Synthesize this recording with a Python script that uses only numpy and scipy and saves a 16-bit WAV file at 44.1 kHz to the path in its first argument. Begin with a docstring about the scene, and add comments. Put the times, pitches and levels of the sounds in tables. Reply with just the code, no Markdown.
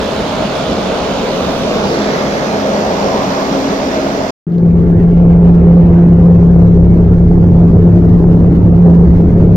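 """Mountain apron, then a taxiing cabin: one turboprop heard outside and inside, two scenes.
Outside: shaped noise chopped at the blade rate, wavering blade tones and thin turbine lines;
a stereo microphone turns away. After a short silence, inside: sine shaft orders boom and buzz
over low noise, with two ticks near the start. Loud bass overloads the input."""
import sys
import numpy as np
from scipy import signal
from scipy.fft import rfft, irfft
from scipy.io import wavfile
from scipy.ndimage import uniform_filter1d

SR = 44100
rng = np.random.default_rng(int(sys.argv[2]) if len(sys.argv) > 2 else 0)


def pcm_store(signal):
    """Save signal as 16-bit PCM."""
    levels = np.round(np.clip(np.atleast_2d(signal), -1, 1) * 32767)
    wavfile.write(sys.argv[1], SR, levels.astype(np.int16).T)


N = 421596
HOP, FRAME = 512, 2048  # samples
CUT_S, RESUME_S = 4.305, 4.467  # silence between the scenes
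EDGE_S = 0.002
BLADES = 5
SHAFT_HZ, OTHER_SHAFT_HZ = 34.27, 34.4  # the other propeller turns a little faster
BASS_LATE_DB, BASS_IN_S = -15, 4.615  # cabin bass is held down until then

T_S = np.arange(N) / SR
FRAME_S = np.arange(N // HOP + 5) * HOP / SR
BIN_HZ = np.fft.rfftfreq(FRAME, 1 / SR)
BIN_COLUMN_HZ = BIN_HZ[:, None]


# Cabin course: time_s, blade_tone_db, airframe_shudder_0_to_1
CABIN_COURSE = [(4.47, -6.5, 0.07), (5.0, -7.5, 0.4), (5.6, -4.5, 0.27), (6.3, -4, 0.83), (6.7, -7.5, 0.93),
                (7.3, -7, 0.77), (8.0, -6, 0.95), (8.6, -8.5, 0.84), (8.9, -4, 0.9), (9.2, -9.5, 0.7),
                (9.56, -7, 0.98)]
# Surges of twice the other blade tone: centre_s, half_length_s, rise_db
OCTAVE_SURGES = [(4.899, 0.14, 2), (5.977, 0.14, 14.5), (7.2, 0.32, 2.5), (7.905, 0.11, 12.5),
                 (8.702, 0.12, 4)]


def propeller_boom():
    """Blade-passing tone and the other propeller's octave, rocking between ports as the two drift."""
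    beat_hz, beat_zero_s = 0.62, 5.3
    rock_db, mean_lean_db = 2, 0.4
    rock_rad, mean_lead_rad = 0.1, 0.11
    octave_db = -29.5
    beat = 2 * np.pi * beat_hz * (T_S - beat_zero_s) + 0.58 * wander(0.5)
    lean_db = mean_lean_db - rock_db * np.sin(beat)
    lead_rad = mean_lead_rad + rock_rad * np.cos(beat)
    blade_db = follow(CABIN_COURSE, T_S)[0]
    blade = tone(BLADES * SHAFT_HZ, blade_db, 1.2, 13, 0.24, lean_db, lead_rad)
    octave_db = octave_db + sum(swell(T_S, *row) for row in OCTAVE_SURGES)
    octave = tone(2 * BLADES * OTHER_SHAFT_HZ, octave_db, 2.1, 18.0, 0.21, lean_db, lead_rad)
    return blade + octave


# Low shaft orders in the airframe: shaft_multiple, calm_db, shuddering_db, waver_db
SHAFT_ORDERS = [(.5, -31.5, -31, 3.5), (1, -26.5, -24, -0.5), (2, -22.5, -14.5, 2.5), (3, -29, -12.5, 2),
                (4, -31.5, -23.5, 3.5), (8, -40, -33, 3)]
# Rises and dips of single orders: shaft_order_row, centre_s, half_length_s, rise_db
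SHAFT_ORDER_SWELLS = [(0, 8.2, .2, 10), (0, 9.25, .25, 11), (0, 8.3, 0.23, 3.5), (1, 5.2, 0.38, 8.5),
                      (1, 7.3, .8, 7.5), (2, 5.6, 0.34, 7), (2, 6.6, 0.22, 5.5), (2, 9.1, .15, 4.5),
                      (2, 12, .2, -5), (3, 5.6, 0.24, -8.5), (3, 7.9, .2, 3.5), (3, 8.7, .12, 5.5),
                      (3, 9.05, .2, -8.5), (4, 6.5, 0.12, 6.5), (4, 7.5, .3, 6.5)]


def airframe_shudder():
    """Low shaft multiples drum on the skin, moving between calm and shuddering levels."""
    waver_hz, slip_rad, late_ramp_s = 13.0, 0.22, 0.06
    shudder = follow(CABIN_COURSE, T_S)[1]
    late_db = BASS_LATE_DB * np.clip((BASS_IN_S - T_S) / late_ramp_s + 1, 0, 1)
    total = 0
    for row, (multiple, calm_db, hard_db, waver_db) in enumerate(SHAFT_ORDERS):
        level_db = calm_db + (hard_db - calm_db) * shudder + late_db
        level_db = level_db + swells(SHAFT_ORDER_SWELLS, row, T_S)
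        total = total + tone(multiple * SHAFT_HZ, level_db, waver_db, waver_hz, slip_rad)
    return total


# Course of the blade buzz: time_s, level_db
BUZZ_LEVEL = [(4.47, -42), (4.8, -31), (5.45, -29), (5.9, -33), (6.3, -39.5), (9.56, -41.5)]
# Its orders: shaft_multiple, relative_db
BUZZ_MULTIPLES = [(15, 0), (20, -9), (25, -10), (40, -23)]


def blade_buzz():
    """High blade multiples of the other propeller, reaching the ports one radian apart."""
    level_db = follow(BUZZ_LEVEL, T_S)[0]
    return sum(tone(multiple * OTHER_SHAFT_HZ, level_db + db, 2.5, 7, 0.28, lead_rad=1.0)
               for multiple, db in BUZZ_MULTIPLES)


# Apron roar level: time_s, level_db
APRON_LEVEL = [(0, -15.5), (1, -15), (2.1, -14), (2.7, -15), (3.1, -14), (3.8, -14.5), (4.3, -16.5)]
# Turn of the microphone: time_s, turn_0_to_1
MICROPHONE_TURN = [(0, 0.04), (1, 0.1), (1.6, 0.21), (2.1, 0.73), (2.8, 0.9), (4.3, 0.92)]
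# Relative roar spectrum facing the aircraft: frequency_hz, density_db_per_hz
FACING_SPECTRUM = [(20, -14), (70, -1.5), (110, -8), (200, 4), (450, 0), (800, -6), (1400, -11.5),
                   (1800, -17.5), (3500, -17.5), (5500, -27.5), (7000, -31.5), (8200, -41.5),
                   (11200, -50.5), (13000, -41), (15600, -63)]
# Relative roar spectrum turned away: frequency_hz, density_db_per_hz
TURNED_SPECTRUM = [(20, -17), (60, -5.5), (110, -12), (200, 3), (450, 2), (800, -6.5), (1100, -9.5),
                   (1700, -14.5), (3000, -22.5), (5500, -24.5), (7000, -31), (8200, -45.5), (11200, -54),
                   (13000, -39), (15600, -64)]
# Steady humps and dips in the roar: centre_hz, width_hz, rise_db
ROAR_HUMPS = [(176.7, 4.5, -5), (324, 67, -5.5), (51.4, 7.3, -1.5), (124.4, 10.5, -12.5), (223, 12, -0.5),
              (9470, 960, 7.5), (14700, 990, 10)]
# Passing humps and dips: centre_hz, width_hz, centre_s, half_length_s, rise_db
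APRON_BANDS = [(463, 64, 3.6, 0.4, -4), (5370, 1000, 1.9, .3, 2.3), (1100, 200, 3.23, 0.28, 4.5),
               (30, 15, .1, .3, -8), (30, 15, 2.8, .5, -6), (70, 15, 3.3, 0.38, -8.5),
               (100, 13, 0.97, 0.42, -8), (100, 20, 3., 0.36, 8), (1400, 220, 3.4, .7, -2),
               (1830, 260, 1.5, 0.7, -3), (1900, 420, 2.21, 0.21, 4.5), (804, 92, 2.95, 0.46, 5.5),
               (202, 28, 0.27, 0.37, -5), (60, 25, 1.8, 0.44, -5)]
# Surges of the throaty band: centre_s, half_length_s, rise_db
THROAT_SURGES = [(1.648, 0.12, 5), (2.65, 0.12, 6), (3.142, .17, 5), (4.05, .12, 3)]
# Stereo balance: frequency_hz, left_minus_right_db
APRON_BALANCE = [(60, 0), (1200, -.5), (2400, -4), (4400, -9.5), (6500, -11), (8600, -3), (15000, 3.5)]
# Likeness of the ports: frequency_hz, likeness_0_to_1
APRON_LIKENESS = [(60, 0.98), (300, 0.9), (700, 0.65), (1400, 0.28), (5000, 0.38), (15000, 0.47)]


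def apron_roar():
    """Turbulent jet and blade noise; each blade pushes a puff, so it is chopped at the blade rate."""
    blade_hz, chop_depth = 68.4, 0.081
    throat_hz, throat_width_hz, throat_db, throat_waver_db = 640, 52, 4.5, 0.8
    lead_ms = 0.414  # left port leads by this at full turn, from 2 kHz up
    turn = np.clip(follow(MICROPHONE_TURN, FRAME_S)[0], 0, 1)
    throat_db = throat_db + throat_waver_db * np.interp(FRAME_S, T_S, wander(1.7))
    throat_db = throat_db + sum(swell(FRAME_S, *row) for row in THROAT_SURGES)

    colour_db = (1 - turn) * read(FACING_SPECTRUM, BIN_HZ) + turn * read(TURNED_SPECTRUM, BIN_HZ)
    colour_db = colour_db + sum(swell(BIN_COLUMN_HZ, *row) for row in ROAR_HUMPS)
    colour_db = colour_db + swell(BIN_COLUMN_HZ, throat_hz, throat_width_hz, throat_db)
    colour_db = colour_db + bands(APRON_BANDS, BIN_HZ, FRAME_S)

    lead_rad = 2 * np.pi * BIN_COLUMN_HZ * turn * lead_ms / 1000
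    lead_rad = lead_rad * np.minimum(BIN_COLUMN_HZ / 2000, 1)  # long waves bend round the microphone
    balance_db, likeness = read(APRON_BALANCE, BIN_HZ), read(APRON_LIKENESS, BIN_HZ)
    wash = roar(colour_db, balance_db, likeness, lead_rad, patchy_db=1.0)
    chop = 1 + chop_depth * np.cos(2 * np.pi * blade_hz * T_S + 1.2 * wander(1.6))
    level_db = follow(APRON_LEVEL, T_S)[0] + 0.19 * wander(16.0)
    return wash * chop * gain_of(level_db)


# Idling blade tones: frequency_hz, usual_db
IDLE_TONES = [(136.3, -37), (205.5, -33.5), (273, -35), (541.5, -34.5), (341, -38), (616, -36), (647, -37)]
# Moments when one comes forward: tone_row, centre_s, half_length_s, rise_db
IDLE_TONE_SWELLS = [(0, 0.97, 0.66, 3.5), (0, 1.9, 0.24, 3), (1, 1.05, 0.12, 4), (1, 1.95, 0.5, 12),
                    (1, 2.92, 0.32, 12), (2, 2.0, 0.14, 12), (2, 2.65, .1, 9), (2, 3.5, 0.25, 11),
                    (2, 3.92, 0.3, 15), (3, 0.7, .15, 5), (3, 1.4, 0.59, 7), (3, 2.8, .35, 9),
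                    (4, 1.95, .15, 8), (4, 4.05, .15, 8), (5, 1.62, .12, 10), (5, 2.95, .35, 11)]


def idle_blade_tones():
    """Idling blade tones, blurred a little into the roar by wavering level and slipping phase."""
    waver_db, waver_hz, slip_rad = 2.3, 6, 0.5
    return sum(tone(hz, db + swells(IDLE_TONE_SWELLS, row, T_S), waver_db, waver_hz, slip_rad)
               for row, (hz, db) in enumerate(IDLE_TONES))


# Turbine lines: frequency_hz, level_db
TURBINE_LINES = [(3413, -59), (3504, -54), (3596, -57), (5863, -63)]


def turbine_whine():
    """Thin turbine lines, each wavering by itself."""
    return sum(tone(hz, db, 2.5, 4, 0.7) for hz, db in TURBINE_LINES)


# Relative cabin roar spectrum: frequency_hz, density_db_per_hz
CABIN_SPECTRUM = [(15, -20.5), (50, -18), (85, -9), (140, -13), (190, -12.5), (290, -20), (410, -16),
                  (480, -25.5), (930, -41.5), (2000, -53.5), (3300, -65), (6500, -71), (8200, -83),
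                  (11000, -88.5), (13000, -76.5), (15600, -73)]
# Passing humps and dips: centre_hz, width_hz, centre_s, half_length_s, rise_db
CABIN_BANDS = [(120, 9.9, 4.7, 0.37, -3.5), (2500, 1400, 5.6, .6, 4.5), (86, 10, 7.5, 0.33, 6.5),
               (86, 10, 7.2, 0.11, -6), (55, 10, 12, 0.53, -2.5), (275, 46, 8.6, 0.87, 3.5),
               (370, 22, 7, 4, -3)]
# Stereo balance: frequency_hz, left_minus_right_db
CABIN_BALANCE = [(300, 0.5), (1650, -2.5), (4970, -6), (15000, -1.5)]
# Likeness of the ports: frequency_hz, likeness_0_to_1
CABIN_LIKENESS = [(30, 1), (130, 0.93), (290, 0.93), (500, 0.89), (900, 0.17), (1500, 0.089), (15000, 0.15)]
# Strength of drifting patches: frequency_hz, patch_db
CABIN_PATCHES = [(400, 1.2), (1000, 2.6), (2500, 2.), (5000, 1.)]
# Short narrow holes left by lossy audio coding: frequency_hz, depth_db
CODING_HOLES = [(500, 1), (1200, 9), (3500, 11), (6000, 6)]


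def cabin_roar():
    """Low airframe noise that slowly grows; lossy coding makes its hiss flutter and drop out in holes."""
    level_db, growth_db_per_s = -12, 0.28
    flutter_db, flutter_hz, flutter_above_hz = 1.7, 40, 800
    late_db = BASS_LATE_DB * (BIN_COLUMN_HZ < 110) * (FRAME_S < BASS_IN_S)
    colour_db = read(CABIN_SPECTRUM, BIN_HZ) + late_db + bands(CABIN_BANDS, BIN_HZ, FRAME_S)
    balance_db, likeness = read(CABIN_BALANCE, BIN_HZ), read(CABIN_LIKENESS, BIN_HZ)
    patchy_db, hole_db = read(CABIN_PATCHES, BIN_HZ), read(CODING_HOLES, BIN_HZ)
    wash = roar(colour_db, balance_db, likeness, 0, patchy_db, hole_db)
    highpass = signal.butter(2, flutter_above_hz, 'high', fs=SR, output='sos')
    hiss = signal.sosfilt(highpass, wash)
    wash = wash + hiss * (gain_of(flutter_db * wander(flutter_hz)) - 1)
    return wash * gain_of(level_db + growth_db_per_s * (T_S - RESUME_S))


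# Two small ticks as the cabin starts: start_s, initial_envelope_db
TICK_TIMES = [(4.5226, -38), (4.583, -30)]


def small_ticks():
    """4.2 kHz bursts that die by 60 dB in 2.5 ms."""
    ticks, u_s = np.zeros(N), np.arange(200) / SR
    for start_s, level_db in TICK_TIMES:
        burst = gain_of(level_db - 60 * u_s / 0.0025) * np.sin(2 * np.pi * 4200 * u_s)
        ticks[round(start_s * SR):][:len(u_s)] += burst
    return ticks


def apron():
    """Roar, blade tones and turbine lines outside."""
    return apron_roar() + idle_blade_tones() + turbine_whine()


def cabin():
    """Shaft orders over the roar, starting low and settling; the ticks keep their own level."""
    fade_in_db, fade_in_s = -8, 0.11  # initial offset, time constant
    settle = gain_of(fade_in_db * np.exp(-np.maximum(T_S - RESUME_S, 0) / fade_in_s))
    engine = propeller_boom() + airframe_shudder() + blade_buzz()
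    return (engine + cabin_roar()) * settle + small_ticks()


def tone(hz, db, waver_db, waver_hz, slip_rad, lean_db=0, lead_rad=0):
    """Sine machine line at two ports, rms level in dB; level wavers and phase slips."""
    turns = np.cumsum(hz * np.ones(N)) / SR + rng.random()
    angle = 2 * np.pi * turns + slip_rad * wander(waver_hz)
    left = gain_of(lean_db / 2) * np.sin(angle + lead_rad / 2)
    right = gain_of(-lean_db / 2) * np.sin(angle - lead_rad / 2)
    return np.sqrt(2) * gain_of(db + waver_db * wander(waver_hz)) * np.array([left, right])


def roar(colour_db, lean_db, same, lead_rad, patchy_db, hole_db=0):
    """Random spectra at two partly alike ports, drifting patches, optional lossy-coding holes; rms 1."""
    shape = (N // HOP + 5, FRAME // 2 + 1, 6)
    a, b, c, d, patches, holes = rng.standard_normal(shape).T
    patches = uniform_filter1d(patches, size=14, axis=0)
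    patches = evened(uniform_filter1d(patches, size=6, axis=1))
    holes = uniform_filter1d(holes, size=3, axis=0)
    holes = evened(uniform_filter1d(holes, size=4, axis=1))
    holes = np.minimum(holes, 0)
    same = np.clip(same, -1, 1)
    left = a + 1j * b
    right = same * left * np.exp(-1j * lead_rad) + np.sqrt(1 - same ** 2) * (c + 1j * d)
    ports = np.array([left * gain_of(lean_db / 2), right * gain_of(-lean_db / 2)])
    spectra = ports * gain_of(colour_db + patchy_db * patches + hole_db * holes)
    return evened(signal.istft(spectra, nperseg=FRAME, noverlap=FRAME - HOP)[1][:, :N])


def wander(hz):
    """Smooth random curve of rms 1, its spectrum a Gaussian falling off around hz."""
    steps = N // HOP + 2
    spectrum = rfft(rng.standard_normal(steps))
    spectrum = spectrum * np.exp(-(np.fft.rfftfreq(steps, HOP / SR) / hz) ** 2)
    return np.interp(np.arange(N) / HOP, np.arange(steps), evened(irfft(spectrum, steps)))


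def swell(x, centre, half_width, rise_db):
    """Bell-shaped rise in dB around a time or frequency."""
    return rise_db * np.exp(-((x - centre) / half_width) ** 2)


def swells(rows, k, t_s):
    """Sum of the swells listed for tone k, in dB."""
    return sum(swell(t_s, *row) for which, *row in rows if round(which) == k)


def bands(rows, hz, frame_s):
    """Passing rises and dips of single bands, in dB."""
    return sum(swell(frame_s, *row) * swell(hz[:, None], centre_hz, width_hz, 1)
               for centre_hz, width_hz, *row in rows)


def gain_of(db):
    """Decibels to gain."""
    return 10 ** (np.asarray(db) / 20)


def evened(x):
    """Scales to rms 1."""
    return x / np.sqrt(np.mean(abs(x) ** 2) + 1e-20)


def read(points, hz):
    """Spectrum table read on a log-frequency axis, as a column."""
    f, value = np.transpose(points)
    return np.interp(np.log(hz + 1), np.log(f + 1), value)[:, None]


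def follow(rows, t_s):
    """Every value column of a time table, interpolated at t_s."""
    s, *columns = np.transpose(rows)
    return [np.interp(t_s, s, c) for c in columns]


def scene():
    """Apron, short silence with quick edges, cabin."""
    apron_gate = np.clip((CUT_S - T_S) / EDGE_S + 1, 0, 1)
    cabin_gate = np.clip((T_S - RESUME_S) / EDGE_S, 0, 1)
    return apron_gate * apron() + cabin_gate * cabin()


def record(dry):
    """Hard-knee overload with softened splatter, coupling-capacitor tilt, silent gap, band limit."""
    knee, ceiling = 12.0, 0.875
    splatter_hz, coupling_hz, band_edge_hz = 1700.0, 5.0, 15750
    driven = dry / ceiling
    limited = ceiling * driven / (1 + abs(driven) ** knee) ** (1 / knee)
    shaved = dry - limited
    held = dry - signal.filtfilt(*signal.butter(2, splatter_hz, fs=SR), shaved)
    held = signal.lfilter(*signal.butter(1, coupling_hz, 'high', fs=SR), held)
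    held = held * ((T_S < CUT_S + EDGE_S) | (T_S > RESUME_S))
    lowpass = signal.firwin(1023, band_edge_hz, window=("kaiser", 9), fs=SR)
    return signal.oaconvolve(held, lowpass[None], "same")


dry = scene()
out = record(dry)
pcm_store(out)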